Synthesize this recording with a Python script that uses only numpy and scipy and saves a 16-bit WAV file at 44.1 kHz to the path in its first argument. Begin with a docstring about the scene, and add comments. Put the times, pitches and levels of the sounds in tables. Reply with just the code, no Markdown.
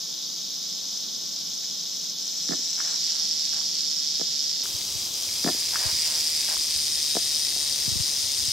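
"""Two rattlesnakes buzz on a rocky ledge over forest air, heard from a head-worn microphone; each tail
stroke clatters hollow horn segments. Feet scuff dry litter. From 2.2 s one snake flares up as a boot tips
a loose slab and twigs snap; it then slows, while the other keeps a nearly even pace. At 4.6 s the moment
plays again, from just before the flare, at a hand-held microphone that thumps under the shifting grip
and swings from one snake to the other."""
import sys
import numpy as np
from scipy import signal
from scipy.fft import rfft, irfft
from scipy.io import wavfile

SR = 44100
rng = np.random.default_rng(int(sys.argv[2]) if len(sys.argv) > 2 else 0)


def generate_wav(signal):
    """Clip the signal to [-1, 1] and save it as 16-bit WAV at the path in sys.argv[1]."""
    frames = np.transpose(np.atleast_2d(signal))
    scaled = np.clip(frames, -1, 1) * 32767
    pcm = np.round(scaled).astype(np.int16)
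    wavfile.write(sys.argv[1], SR, pcm)


N = 375732
T = np.arange(N) / SR


def rattle(strokes_hz, beat_db, uneven_db, segment_db, jitter_cycles, clicks_per_s):
    """Loose segments collide nonstop, hardest where the tail reverses; each stroke shakes them unequally."""
    # Large to small. Each row: low edge in Hz, high edge in Hz, coupling to the stroke 0-1.
    segments = [(820, 4460, 0.8), (4430, 6175, 0.73), (6340, 10300, 0.97), (10560, 14500, 0.6)]
    phase = np.cumsum(strokes_hz) / SR + jitter_cycles * walk(90)
    stroke = phase.astype(int) + 1
    stroke_db = uneven_db * rng.standard_normal(4096)[stroke] - beat_db * np.cos(2 * np.pi * phase)
    out = 0
    for low_hz, high_hz, coupling in segments:
        collisions = (rng.random(N) < clicks_per_s / SR) * rng.standard_normal(N)
        own_db = segment_db * rng.standard_normal(4096)[stroke]
        force = unit(amp(coupling * (stroke_db + own_db)))
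        out = out + butter(collisions * force, [low_hz, high_hz], "band", order=4)
    return unit(out)


def startle(start_s=2.19, pause_s=0.06, swell_s=0.94, fastest_hz=181, tire_db_per_s=0.95):
    """Stroke rate and force of the startled snake: idle, pause, swell, tire."""
    age_s = np.maximum(T - start_s, 1 / SR)
    strokes_hz = np.minimum(fastest_hz, 158 * age_s ** -0.094)
    idle = amp(-13 + 2 * np.minimum(T, start_s))
    moving = 1 - np.exp(-(2 * (T - start_s) / pause_s + 1) ** 2)
    swell = np.clip(age_s / swell_s, 0, 1)
    force = np.sqrt((1 - swell) * (idle * moving) ** 2 + swell)
    tiring = amp(-tire_db_per_s * np.maximum(age_s - swell_s, 0))
    return strokes_hz, force * tiring


def diffuse(buzz, wet_db, smear_hz):
    """The whirling rattle sprays sound over leaves and rock; each port gets its own smeared share."""
    # Short waves scatter most. Each row: frequency in Hz, relative gain in dB.
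    spray = [(2800, -4.5), (4000, -6.5), (5500, 2), (9000, 1), (13000, 6)]
    envelope = np.sqrt(np.abs(butter(buzz ** 2, smear_hz, "low", order=1)))
    return buzz + amp(wet_db) * colour(envelope * rng.standard_normal((2, N)), spray)


def slab(gap_s=0.0045, dull_s=0.016, lowest_hz=165, blows=9):
    """A boot rings the hollow under a stone, which rocks on in fading, ever duller rebounds."""
    # Each row: start in s, relative level in dB, contact low-pass corner in Hz, rocking decay in s.
    knocks = [(2.490, -26.5, 2500, .002), (2.493, -25.5, 300, .002), (2.509, -25.5, 890, .003),
              (2.516, -23, 362, .004), (2.522, -22, 2500, 0.021), (2.592, -37.5, 432, .003),
              (4.199, -29.5, 700, .004), (4.2137, -21.5, 780, 0.0027), (4.609, -39, 700, 0.0018)]
    # Each row: frequency in Hz, relative level in dB, t60 in s.
    modes = [(177, -10.5, 0.056), (254, -4.5, 0.035), (334, -3, 0.026), (440, 1.5, 0.025), (580, 0, 0.015),
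             (692, 1.5, 0.033), (980, -2, 0.012), (1300, 8, 0.0076), (1700, 6.5, 0.019)]
    out, t = np.zeros(N), T[:SR // 6]
    ring = sum(amp(db) * np.cos(2 * np.pi * hz * t) * np.exp(-np.log(1000) * t / t60_s)
               for hz, db, t60_s in modes)
    for start_s, db, corner_hz, rock_s in knocks:
        gaps_s = gap_s * np.exp(0.35 * rng.standard_normal(blows))
        for late_s in np.cumsum(gaps_s) - gaps_s[0]:
            top_hz = max(corner_hz * np.exp(-late_s / dull_s), 2 * lowest_hz)
            blow = butter(ring, [lowest_hz, top_hz], "band")
            add(out, start_s + late_s, amp(db) * np.exp(-late_s / rock_s) * blow / np.abs(blow).max())
    return scatter(out, wet_db=-15, t60_s=0.15)


def litter(grain_db=3, edge_ratio=1.86):
    """Grit and dry needles break under a sole in a run of tiny cracks."""
    # Each row: start in s, length in s, relative level in dB, band centre in Hz.
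    scuffs = [(1.633, 0.011, -50, 1700), (2.768, 0.054, -47.5, 1360), (2.801, 0.18, -50.5, 1100),
              (3.066, 0.2, -57.5, 930), (3.527, .01, -46, 850), (3.544, 0.056, -51, 900)]
    out = np.zeros(N)
    cracks = rng.standard_normal(N) * amp(grain_db * rng.standard_normal(N))
    for start_s, length_s, db, hz in scuffs:
        count = int(length_s * SR)
        press = unit(cracks[int(start_s * SR):][:count]) * signal.windows.tukey(count, 0.5)
        crunch = butter(np.pad(press, (0, SR // 100)), [hz / edge_ratio, hz * edge_ratio], "band")
        add(out, start_s, amp(db) * crunch / np.sqrt(np.sum(crunch ** 2) / count))
    return scatter(out, wet_db=-1.5, t60_s=0.11)


def twigs():
    """Twigs snap underfoot."""
    # Each row: start in s, relative level in dB, pitch in Hz.
    snaps = [(2.8028, -23.5, 1420), (2.8135, -35, 1500), (3.613, -35, 1140)]
    return ticks(snaps)


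def ticks(events, rise_s=0.00048):
    """Something stiff gives way with a tick a few cycles long."""
    out, t = np.zeros(N), T[:SR // 50]
    envelope = t / rise_s * np.exp(1 - t / rise_s)
    for start_s, db, hz in events:
        add(out, start_s, amp(db) * envelope * np.sin(2 * np.pi * hz * t))
    return out


def head_mic(steady, startled, force, feet, lift_s=(2.91, 3.03), lag_s=0.00056):
    """Small hissy ports favour the rattles' 5 kHz body; the colour shifts as the head lifts."""
    # Rattle spectra. Each row: frequency in Hz, relative gain in dB.
    steady_eq = [(1350, -71.5), (2300, -24.5), (2800, -23), (3010, -12), (3230, -8), (3640, -1.5),
                 (4370, -4.5), (5250, 1.5), (5710, -4), (6560, -2), (7520, -25.5), (8860, -21.5),
                 (9710, -34), (11000, -29), (14300, -65), (22000, -120)]
    flare_eq = [(1060, -43), (1800, -25), (1900, -26), (2670, -22.5), (3620, -19.5), (3910, -8),
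                (4160, -5.5), (4710, -17), (5010, -1), (5680, -0.5), (6940, -14), (7740, -11), (8760, -33),
                (9770, -26.5), (11500, -36.5), (15000, -70), (22000, -120)]
    lifted_eq = [(1060, -45), (1800, -24.5), (2630, -22.5), (3200, -14), (4160, -5.5), (5330, 1.5),
                 (5900, -5), (6330, -13.5), (7560, -12.5), (8370, -25.5), (9550, -23), (10500, -34.5),
                 (11500, -37), (15000, -54), (22000, -120)]
    # Shading before and after the lift. Each row: frequency in Hz, left minus right in dB.
    lowered_ports = [(4200, -1.5), (4700, 2.5), (5400, -4), (6000, 7.5), (6600, -0.5), (7400, 6.5),
                     (8500, -4), (9300, -3), (10500, -9)]
    lifted_ports = [(4300, -1), (4900, 1), (5600, -8.5), (6200, 5), (6700, 9.5), (7800, 0), (9000, -2),
                    (10300, -11)]
    # Head shadow, microphone hiss, forest air. Each row: frequency in Hz, relative gain in dB.
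    shadow_eq = [(200, -6.5), (400, -7), (700, -7.5), (1300, -8.5), (2400, -8)]
    hiss_eq = [(5000, -28), (9500, -15.5), (13800, 3), (15500, -5.5)]
    air_eq = [(30, -16), (90, -26.5), (125, -11.5), (160, 5), (260, 0), (400, -4.5), (700, -7.5),
              (1500, -12), (2500, -20.5), (8000, -27.5)]
    facing = turn(startled, flare_eq, lifted_eq, lift_s)
    buzz = place(colour(steady, steady_eq), db=-32.5) + force * place(facing, db=-27)
    lifted = np.interp(T, lift_s, [0, 1])
    buzz = (1 - lifted) * shade(buzz, lowered_ports) + lifted * shade(buzz, lifted_ports)
    # The feet are to the right: the left port hears them late and shadowed.
    left, right = butter(feet, 133, "high", order=4)
    left = colour(np.interp(T - lag_s, T, left), shadow_eq)
    feet = amp(5) * np.vstack([left, right])
    hiss = amp(-50) * unit(colour(rng.standard_normal(N), hiss_eq))
    return top_cut(buzz + feet + hiss + forest_air(air_eq, db=-47.5, width=1.53), hz=15250)


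def hand_mic(steady, startled, force, feet, turn_s=(6.23, 7.05), swing_s=(6, 7.4)):
    """A brighter, fuller microphone swings right, so both snakes drift left."""
    # Spectra of the rattles and the forest air. Each row: frequency in Hz, relative gain in dB.
    steady_eq = [(1120, -39), (1900, -25.5), (2970, -9), (3220, -3.5), (4080, 1.5), (4450, -3.5), (4910, 1),
                 (5360, 1), (6380, 1.5), (6850, -5.5), (8020, -8), (9480, -14.5), (15500, -14)]
    startled_eq = [(1120, -39), (1900, -19.5), (2190, -16), (3000, -18), (3250, -16.5), (3840, -11.5),
                   (4120, -12.5), (4950, 1.5), (6110, -14), (7280, -12), (7880, -14.5), (9310, -13.5),
                   (10500, -20.5), (15000, -31.5), (15500, -25)]
    turned_eq = [(1120, -35.5), (1900, -16), (2900, -15), (3540, -12), (3840, -1), (4150, -6), (4490, -2),
                 (5170, 3), (5750, -6), (6220, -6.5), (6850, -8.5), (8160, -12.5), (9070, -3.5),
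                 (10300, -19.5), (15500, -30)]
    air_eq = [(30, -8.5), (80, 4), (150, 1), (280, 1), (600, -2.5), (1200, -5), (2500, -20), (9000, -26),
              (15000, -18)]
    # Housing shading. Each row: frequency in Hz, left minus right in dB.
    ports = [(2200, 7), (3500, 9.5), (4700, 5), (6300, 5.5), (9000, 5.5), (15000, 5)]
    facing = turn(startled, startled_eq, turned_eq, turn_s)
    swing_db = np.interp(T, swing_s, [0, 2.5])
    steady = place(shade(colour(steady, steady_eq), ports), db=-30.5, left_db=swing_db + 1.7)
    startled = force * place(shade(facing, ports), db=-25.5, left_db=swing_db - 1)
    background = forest_air(air_eq, db=-47.5, width=0.59) + handling()
    return rock_echo(steady + startled) + amp([[9], [4.5]]) * feet + amp([[1], [-1]]) * background


def turn(buzz, before_eq, after_eq, span_s):
    """A rattle's colour crossfades as the microphone turns."""
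    share = np.interp(T, span_s, [0, 1])
    return (1 - share) * unit(colour(buzz, before_eq)) + share * unit(colour(buzz, after_eq))


def shade(buzz, ports):
    """The housing shades each port differently."""
    return np.vstack([colour(buzz[0], ports, 0.5), colour(buzz[1], ports, -0.5)])


def place(buzz, db, left_db=0):
    """Distance and aim set a rattle's level and balance."""
    return unit(buzz) * amp(db + np.array([[1], [-1]]) * left_db / 2)


def rock_echo(buzz, gain=0.11):
    """One echo off the rock combs the buzz; the comb slides as the microphone moves."""
    # Each row: time in s, extra path in m.
    detour = [(4.6, 0.45), (5.8, 0.4), (6.2, 0.76), (6.6, 0.56), (7.1, 0.548), (8.5, 0.48)]
    lag_s = np.interp(T, *np.transpose(detour)) / 343
    return buzz + gain * np.array([np.interp(T - lag_s, T, port) for port in buzz])


def scatter(x, wet_db, t60_s):
    """Rock and leaves return a short spray of echoes, different at each port."""
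    t = T[:SR // 8]
    spray = rng.standard_normal((2, len(t))) * np.exp(-np.log(1000) * t / t60_s)
    spray /= np.sqrt(np.sum(spray ** 2, axis=1, keepdims=True))
    return x + amp(wet_db) * signal.oaconvolve(np.atleast_2d(x), spray, axes=-1)[:, :N]


def handling(swell_s=0.004, finger_gap_s=0.04, settle_s=(8.04, 8.45), touch_db=-44, touch_hz=75):
    """Fingers flex the shell: a tick, and dull thumps that push the ports partly against each other."""
    # Grip shifts. Each row: start in s, length in s, relative level in dB, thump pitch in Hz.
    grips = [(4.742, .02, -37, 125), (4.952, .02, -37, 95), (5.855, .02, -33, 110), (5.927, .02, -39, 93),
             (6.569, .02, -42, 67), (6.755, .02, -43, 70), (7.877, .14, -30.5, 135),
             (8.479, .02, -34.5, 120)]
    # Each row: start in s, relative level in dB, pitch in Hz.
    shell_ticks = [(4.657, -29, 1420)]
    out, t = np.zeros((2, N)), T[:SR // 8]
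    touches = [(start_s, touch_db, touch_hz) for start_s in rng.uniform(*settle_s, 7)]
    fingers = [(start_s + late_s, db, hz) for start_s, length_s, db, hz in grips
               for late_s in np.arange(0, length_s, finger_gap_s)]
    for at_s, db, hz in touches + fingers:
        push = rng.standard_normal((2, len(t))) * t * np.exp(-t / swell_s)
        mid, side = butter(push, [hz / 2, hz * 1.09], "band")
        mid, side = mid / np.abs(mid).max(), 1.96 * side / np.abs(side).max()
        add(out, at_s - swell_s, amp(db) * np.array([mid + side, mid - side]))
    return butter(out, 54, "high") + ticks(shell_ticks)


def forest_air(eq, db, width):
    """Distant forest murmur, gently wavering."""
    mid, side = colour(rng.standard_normal((2, N)), eq)
    return amp(db + 0.5 * walk(1.905)) * unit(np.array([mid + width * side, mid - width * side]))


def amp(db):
    """Decibels to gain."""
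    return 10 ** (np.asarray(db) / 20)


def unit(x):
    """Scale each channel to rms 1."""
    return x / np.sqrt(np.mean(x ** 2, axis=-1, keepdims=True))


def walk(rate_hz):
    """Random drift with a spread near 1."""
    knots = rng.standard_normal(1024)
    return np.interp(T * rate_hz, np.arange(len(knots)), knots) * np.sqrt(3 / 2)


def add(track, start_s, sound):
    """Mix a sound into a track."""
    i = int(start_s * SR)
    track[..., i:i + sound.shape[-1]] += sound[..., :N - i]


def colour(x, eq, db_scale=1, taps=4096):
    """Minimum-phase filter through (Hz, dB) points."""
    hz, db = np.transpose(sorted(eq))
    bins_hz = np.arange(taps // 2 + 1) * SR / taps
    gain_db = db_scale * np.interp(np.log(bins_hz + 1), np.log(hz), db)
    cepstrum = irfft(np.log(amp(gain_db)))
    cepstrum[1:taps // 2] *= 2
    cepstrum[taps // 2 + 1:] = 0
    impulse = irfft(np.exp(rfft(cepstrum)))
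    return signal.oaconvolve(np.atleast_2d(x), impulse[None], axes=-1)[:, :N]


def butter(x, hz, kind, order=2):
    """Low-, high- or band-pass."""
    return signal.sosfilt(signal.butter(order, hz, kind, fs=SR, output="sos"), x)


def top_cut(x, hz):
    """Steep low-pass."""
    return signal.sosfilt(signal.ellip(10, 0.2, 80, hz, fs=SR, output="sos"), x)


def scene(switch_s=4.634, replay_delay_s=2.955, waver_db=0.3, waver_hz=7):
    """The ledge heard from the head, then again from the hand."""
    steady_hz = 130.9 + 4 * T
    startled_hz, force = startle()
    steady = rattle(steady_hz, beat_db=1.3, uneven_db=0.25, segment_db=1.0,
                    jitter_cycles=0.044, clicks_per_s=10000)
    startled = rattle(startled_hz, beat_db=4.5, uneven_db=0.4, segment_db=1.5,
                      jitter_cycles=0.035, clicks_per_s=8000)
    steady = diffuse(steady, wet_db=-6, smear_hz=300) * amp(waver_db * walk(waver_hz))
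    startled = diffuse(startled, wet_db=-0.5, smear_hz=400) * amp(waver_db * walk(waver_hz))
    feet = slab() + litter() + twigs()
    ledge = steady, startled, force, feet
    replay = [np.roll(x, int(replay_delay_s * SR), axis=-1) for x in ledge]
    return np.where(T < switch_s, head_mic(*ledge), hand_mic(*replay))


def record(dry):
    """The top treble is cut steeply."""
    return top_cut(dry, hz=15700)


dry = scene()
out = record(dry)
generate_wav(out)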